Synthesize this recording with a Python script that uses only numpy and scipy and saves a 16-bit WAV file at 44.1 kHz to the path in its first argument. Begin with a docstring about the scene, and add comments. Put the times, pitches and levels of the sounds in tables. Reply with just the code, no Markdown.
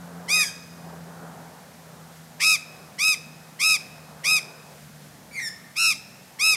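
"""Among trees, a magpie squawks seven times: arched, fluttering calls that turn hoarse as they go on.
A second bird, farther off, answers twice with a falling whine. Both voices come from the vibrating
membranes of a syrinx, shaped by the throat, and twigs and trunks scatter every call. Behind them a
distant propeller engine hums and sinks in pitch under a soft, swelling rush of air and hissing leaves."""
import sys
import numpy as np
from scipy import signal
from scipy.fft import rfft, irfft, next_fast_len
from scipy.io import wavfile
from scipy.ndimage import uniform_filter1d, map_coordinates

SR = 44100
rng = np.random.default_rng(int(sys.argv[2]) if len(sys.argv) > 2 else 0)


def wav_out(sig):
    """Save sig, one row per channel (or a flat mono array), as 16-bit PCM at SR to the path in sys.argv[1]."""
    wavfile.write(sys.argv[1], SR, np.round(np.clip(np.atleast_2d(sig).T, -1, 1) * 32767).astype(np.int16))


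N = 289296

# The magpie's calls. Each row: start in seconds, length in seconds, early and late top pitch in Hz,
# lean of the pitch arch (under 1 peaks early), level in dB, flutter depth and extra onset depth as
# shares of pitch, share of the call where it turns hoarse, hoarseness in radians, echo treble in dB.
SQUAWKS = [(0.279, 0.17, 1260, 1259, 0.96, -18, 0.024, 0.013, 0.73, 0.2, 10),
           (2.396, 0.17, 1287, 1280, 1.02, -16.5, 0.021, 0.14, 0.22, 0.18, 2.1),
           (2.981, 0.17, 1279, 1280, 1.02, -18.5, 0.024, 0.075, 0.79, 0.07, 2.7),
           (3.590, 0.18, 1297, 1285, 1.01, -17, 0.02, 0.086, 0.52, 0.15, 2.2),
           (4.235, 0.16, 1271, 1274, 1.02, -18, 0.021, 0.072, 0.74, .1, 3.1),
           (5.756, 0.18, 1353, 1316, .75, -18.5, 0.034, 0.048, 0.32, 0.072, 4.6),
           (6.388, 0.17, 1301, 1291, 0.98, -17, 0.02, 0.057, .64, 0.16, 3.5)]
# The shape of one squawk. 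Each row: share of its length, pitch ratio, relative level in dB.
SQUAWK_ARCH = [(0, .8, -28), (.06, .82, -12), (.15, .905, -5), (.3, .98, -1.5), (.5, 1, 0), (.7, .995, 0),
               (.85, .973, -1.7), (.94, .91, -6), (1, .79, -20)]
# The colour of the magpie's throat and open bill. Each row: frequency in Hz, gain in dB.
MAGPIE_THROAT = [(600, -17), (1280, -14.5), (1750, 5), (2200, 1.5), (2560, 2.5), (3100, -6.5), (3850, -9.5),
                 (4400, -7.5), (5050, -0.5), (5700, -1.5), (6400, -10.5), (9000, -10), (11600, -15.5),
                 (15500, -33.5)]


def magpie(echo_db=-13.0, treble_db=-1.22, bite_db=2, throb_db=2.3, soft_db=12, soft_s=0.0051,
           clear_jitter=0.0098, settle_share=0.15, hoarse_rise_share=0.063, cycles_per_flutter=13.3):
    """Each squawk arches in pitch and loudness; its flutter is widest while the voice starts."""
    out = np.zeros(N)
    for (start, length, early_hz, late_hz, lean, db, depth, onset_depth,
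         hoarse_from, hoarseness, echo_treble_db) in SQUAWKS:
        progress = np.linspace(0, 1, round(length * SR))
        ratio = curves(SQUAWK_ARCH, progress ** lean)[0]
        effort_db = curves(SQUAWK_ARCH, progress)[1]
        top_hz = np.interp(progress, [1 / 3, 2 / 3], [early_hz, late_hz])
        onset = np.exp(-progress / settle_share)
        # a tighter syrinx sings higher and also flutters faster
        shake = flutter(top_hz / cycles_per_flutter, len(progress))
        pitch = top_hz * ratio * (1 + (depth + onset_depth * onset) * shake)
        jitter = clear_jitter + hoarseness * np.clip((progress - hoarse_from) / hoarse_rise_share, 0, 1)
        # a soft first moment, then the membranes slap shut hard; each flutter crest brightens the voice
        attack_db = bite_db * onset - soft_db * np.exp(-(progress * length / soft_s) ** 2)
        voice = syrinx(pitch, jitter, MAGPIE_THROAT, treble_db + attack_db + throb_db * shake)
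        add(out, start, among_trees(voice * amp(db + effort_db), echo_db, echo_treble_db))
    return out


# The answering calls. Each row: start in seconds, length in seconds, base pitch in Hz, level in dB,
# treble in dB.
WHINES = [(0.318, .175, 2162, -34, 8), (5.312, .178, 2365, -30, 6.5)]
# The fall of one whine. Each row: share of its length, pitch ratio, relative level in dB,
# added treble in dB, relative flutter depth.
WHINE_FALL = [(0, 0.97, -21, -8, 0.008), (.1, 0.96, -17.5, 6.5, 0.015), (.24, 0.97, -6, -2, 0.038),
              (.36, .9, -3, -4, 0.031), (.52, .86, 1, -8, 0.076), (.65, .795, -1, -1.5, 0.015),
              (.88, .757, 1, 1, 0.0054), (1, .725, -6, 2.5, 0.0052)]
# The colour of the second bird's throat. Each row: frequency in Hz, gain in dB.
WHINE_THROAT = [(900, -39), (1750, 2), (2300, 9.5), (3600, -10.5), (4300, -11), (5300, -3), (7000, -13),
                (9000, -13.5), (11000, -19), (15000, -30)]


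def second_bird(echo_db=-3, echo_treble_db=-1, jitter=0.1, flutter_hz=153.5, tremble=0.548, breakup=30):
    """A whistle that trembles hoarsely, drops and ends as a clear, nasal note."""
    out = np.zeros(N)
    for start, length, base_hz, db, bright_db in WHINES:
        size = round(length * SR)
        ratio, effort_db, treble_db, depth = curves(WHINE_FALL, np.linspace(0, 1, size))
        shake = 0.9 * flutter(flutter_hz, size) + tremble * wobble(718, size)
        pitch = base_hz * ratio * (1 + depth * shake)
        voice = syrinx(pitch, jitter, WHINE_THROAT, treble_db + bright_db)
        # where the pitch trembles most, the loudness breaks up too
        level_db = db + effort_db + breakup * depth * wobble(254, size)
        add(out, start, among_trees(voice * amp(level_db), echo_db, echo_treble_db))
    return out


def syrinx(pitch, jitter, throat, treble_db, split_hz=3600, rasp_hz=5400, clear_hz=8800, flicker_db=1.5):
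    """A vibrating membrane sends 14 harmonics through the throat."""
    size = len(pitch)
    harmonics = np.arange(1, 15)[:, None]
    hz = harmonics * pitch
    # uneven closures smear mainly the harmonics between rasp_hz and clear_hz
    rasp = jitter * wobble(1500, size) / (1 + (rasp_hz / hz) ** 6) / np.sqrt(1 + (hz / clear_hz) ** 6)
    phase = harmonics * (2 * np.pi * np.cumsum(pitch) / SR + rasp)
    # the upper harmonics swell and fade each on its own
    upper = np.clip(np.log2(hz / split_hz) * 2, 0, 1)
    flicker = flicker_db * np.array([wobble(171.7, size) for _ in harmonics])
    gain = amp(along(throat, hz) + upper * (treble_db + flicker)) * (hz < SR / 2)
    # the throat delays each harmonic differently, which spreads each pulse
    throat_lag = harmonics ** 2 / 10
    return unit(np.sum(gain * np.cos(phase - throat_lag), axis=0))


def flutter(rate_hz, size, unsteady=0.052, peaked=0.13, uneven=0.41):
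    """The slow second oscillation of the syrinx: sharp crests, round troughs, no two alike."""
    hz = rate_hz * (1 + unsteady * wobble(67.3, size))
    phase = 2 * np.pi * (np.cumsum(hz) / SR + rng.random())
    return (np.cos(phase) + peaked * np.cos(2 * phase)) * (1 + uneven * wobble(97.6, size))


# The reverb tail of the trunks. Each row: frequency in Hz, seconds to die away by 60 dB.
TRUNK_DECAY = [(1000, 1.8), (2500, 1.2), (5000, 1.2), (8000, 1.06), (14000, 0.84)]


def among_trees(call, echo_db, echo_treble_db, twigs_db=14.5, twigs_t60=.24, dull_hz=5800, split_hz=3700):
    """The call, bright quick scatter from nearby twigs, and a long dull tail from the trunks."""
    hz, t, noise = signal.stft(rng.standard_normal(SR), SR, nperseg=256)
    hz = hz[:, None]
    trunks = amp(-60 * t / along(TRUNK_DECAY, hz)) / np.sqrt(1 + (hz / dull_hz) ** 4)
    twigs = amp(twigs_db - 60 * t / twigs_t60)
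    # a bill that points into the trees makes a brighter echo
    shelf = amp(echo_treble_db * hz ** 6 / (hz ** 6 + split_hz ** 6))
    tail = signal.istft(noise * (trunks + twigs) * shelf, SR, nperseg=256)[1] / np.sqrt(SR)
    predelay = np.zeros(SR // 300)
    return signal.fftconvolve(call, np.r_[1, predelay, amp(echo_db) * tail])


# The propeller's sinking note. Each row: time in seconds, pitch in Hz.
PROPELLER_PITCH = [(0, 87.2), (.7, 84.3), (1.4, 82.6), (2.2, 81), (3.1, 78.53), (4.1, 77.76), (5, 74.3),
                   (6.56, 72.33)]
# The hum fades and returns as the engine recedes. Each row: time in seconds, relative level in dB.
ENGINE_FADES = [(0.0, -44.5), (0.14, -41), (0.64, -49), (0.75, -43), (1.35, -44.5), (1.57, -50),
                (1.61, -57), (2.04, -48), (3.14, -56), (3.21, -50), (3.91, -57), (3.93, -48), (4.42, -50),
                (4.49, -57.5), (4.88, -48), (5.19, -56.5), (6.19, -62.5), (6.56, -55)]
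# The tones in the hum. Each row: harmonic number, relative level in dB.
ENGINE_HARMONICS = [(1, -17.5), (2, 0.5), (3, -13)]


def engine(trim_db=-1.5, waver_db=1.4, drift=0.0075):
    """Propeller tones from far away, each wavering on its way through the air."""
    t = np.arange(N) / SR
    pitch = curves(PROPELLER_PITCH, t)[0] * (1 + drift * wobble(24.97, N))
    phase = 2 * np.pi * np.cumsum(pitch) / SR
    tones = sum(amp(db + waver_db * wobble(18, N)) * np.sin(round(k) * phase)
                for k, db in ENGINE_HARMONICS)
    return np.sqrt(2) * amp(curves(ENGINE_FADES, t)[0] + trim_db) * tones


# The swells of the distant rush. Each row: time in seconds, relative level in dB.
RUSH_SWELLS = [(0.0, -51), (0.36, -46), (0.66, -54), (0.93, -45), (1.02, -50), (1.08, -45.5), (1.13, -47),
               (1.26, -44.5), (1.57, -52), (2.28, -55), (2.83, -52), (3.09, -54.5), (4.15, -52.5),
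               (4.29, -49), (4.97, -56), (5.52, -54.5), (6.08, -57.5), (6.56, -52)]
# The colours of rumble, rush and leaves. Each row: frequency in Hz, relative noise density in dB.
RUMBLE_COLOUR = [(20, -33), (50, -22), (75, -10), (100, -8.5), (145, -2.5), (190, 0), (235, -4.5),
                 (310, -12.5), (600, -41), (1200, -36)]
RUSH_COLOUR = [(40, -55), (150, -2.5), (320, -10), (450, -2.5), (750, -1.5), (1050, -6.5), (1500, -7),
               (2100, -24), (4000, -53)]
LEAF_COLOUR = [(710, -63), (1200, -22), (1490, -2), (1780, 1.5), (2360, -3), (2800, -5), (5800, -4.5),
               (14100, -9.5), (15600, -21)]
# Brief stirs of the leaves. Each row: peak time in seconds, half length in seconds, lift in dB.
LEAF_STIRS = [(2.172, 0.051, 1.5), (2.757, 0.039, 1), (3.857, 0.054, 2.5), (4.795, 0.094, 2),
              (5.043, 0.071, 1.5)]


def air(rumble_db=-54, rush_trim_db=2.0, leaves_db=-53.5, gust_db=.7, gusts_per_s=8):
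    """A low rumble, a distant rush that swells with small gusts, and leaves that stir now and then."""
    t = np.arange(N) / SR
    swell_db = curves(RUSH_SWELLS, t)[0] + gust_db * wobble(gusts_per_s, N)
    stir_db = sum(lift_db * np.exp(-((t - peak) / width) ** 2) for peak, width, lift_db in LEAF_STIRS)
    rumble = amp(rumble_db) * patchy_noise(RUMBLE_COLOUR, patchy_db=2)
    rush = amp(swell_db + rush_trim_db) * patchy_noise(RUSH_COLOUR, patchy_db=1.5)
    leaves = amp(leaves_db + stir_db) * patchy_noise(LEAF_COLOUR, patchy_db=0.1)
    return rumble + rush + leaves


def patchy_noise(colour, patchy_db):
    """Coloured noise of rms 1 with patches of random gain across time and frequency."""
    cells = signal.stft(rng.standard_normal(N), nperseg=1024)[2]
    patches = uniform_filter1d(rng.standard_normal(cells.shape), size=7, axis=0)
    patches = uniform_filter1d(patches, size=9, axis=1)
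    noise = signal.istft(cells * amp(patchy_db * unit(patches)), nperseg=1024)[1][:N]
    return unit(filtered(noise, lambda hz: amp(along(colour, hz))))


def amp(db):
    """Decibels to gain."""
    return 10 ** (np.asarray(db) / 20)


def unit(x):
    """Scaled to rms 1."""
    return x / np.sqrt(np.mean(x ** 2) + 1e-20)


def along(points, hz):
    """(Hz, value) points read on a log frequency axis."""
    knots_hz, values = np.transpose(points)
    return np.interp(np.log(hz + 1), np.log(knots_hz + 1), values)


def curves(rows, at):
    """Every column after the first, read as an envelope at the given places."""
    knots, *columns = np.transpose(rows)
    return [np.interp(at, knots, column) for column in columns]


def wobble(rate, size):
    """A smooth random curve, rate knots a second."""
    return map_coordinates(rng.standard_normal(size + 4), [np.arange(size) * rate / SR])


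def filtered(x, response):
    """Equalise x with a gain that depends on frequency."""
    size = next_fast_len(N + SR // 2)
    return irfft(rfft(x, size) * response(np.fft.rfftfreq(size, 1 / SR)), size)[:N]


def add(track, start, sound):
    """Mix a sound into a track from start seconds on."""
    part = track[round(start * SR):][:len(sound)]
    part += sound[:len(part)]


def scene():
    """Both birds over the far engine and the air, in mono."""
    return (magpie() + second_bird() + engine() + air())[None]


def record(dry, top_hz=15800):
    """A steep high cut takes the very top off the mix."""
    return np.array([filtered(channel, lambda hz: hz < top_hz) for channel in dry])


dry = scene()
out = record(dry)
wav_out(out)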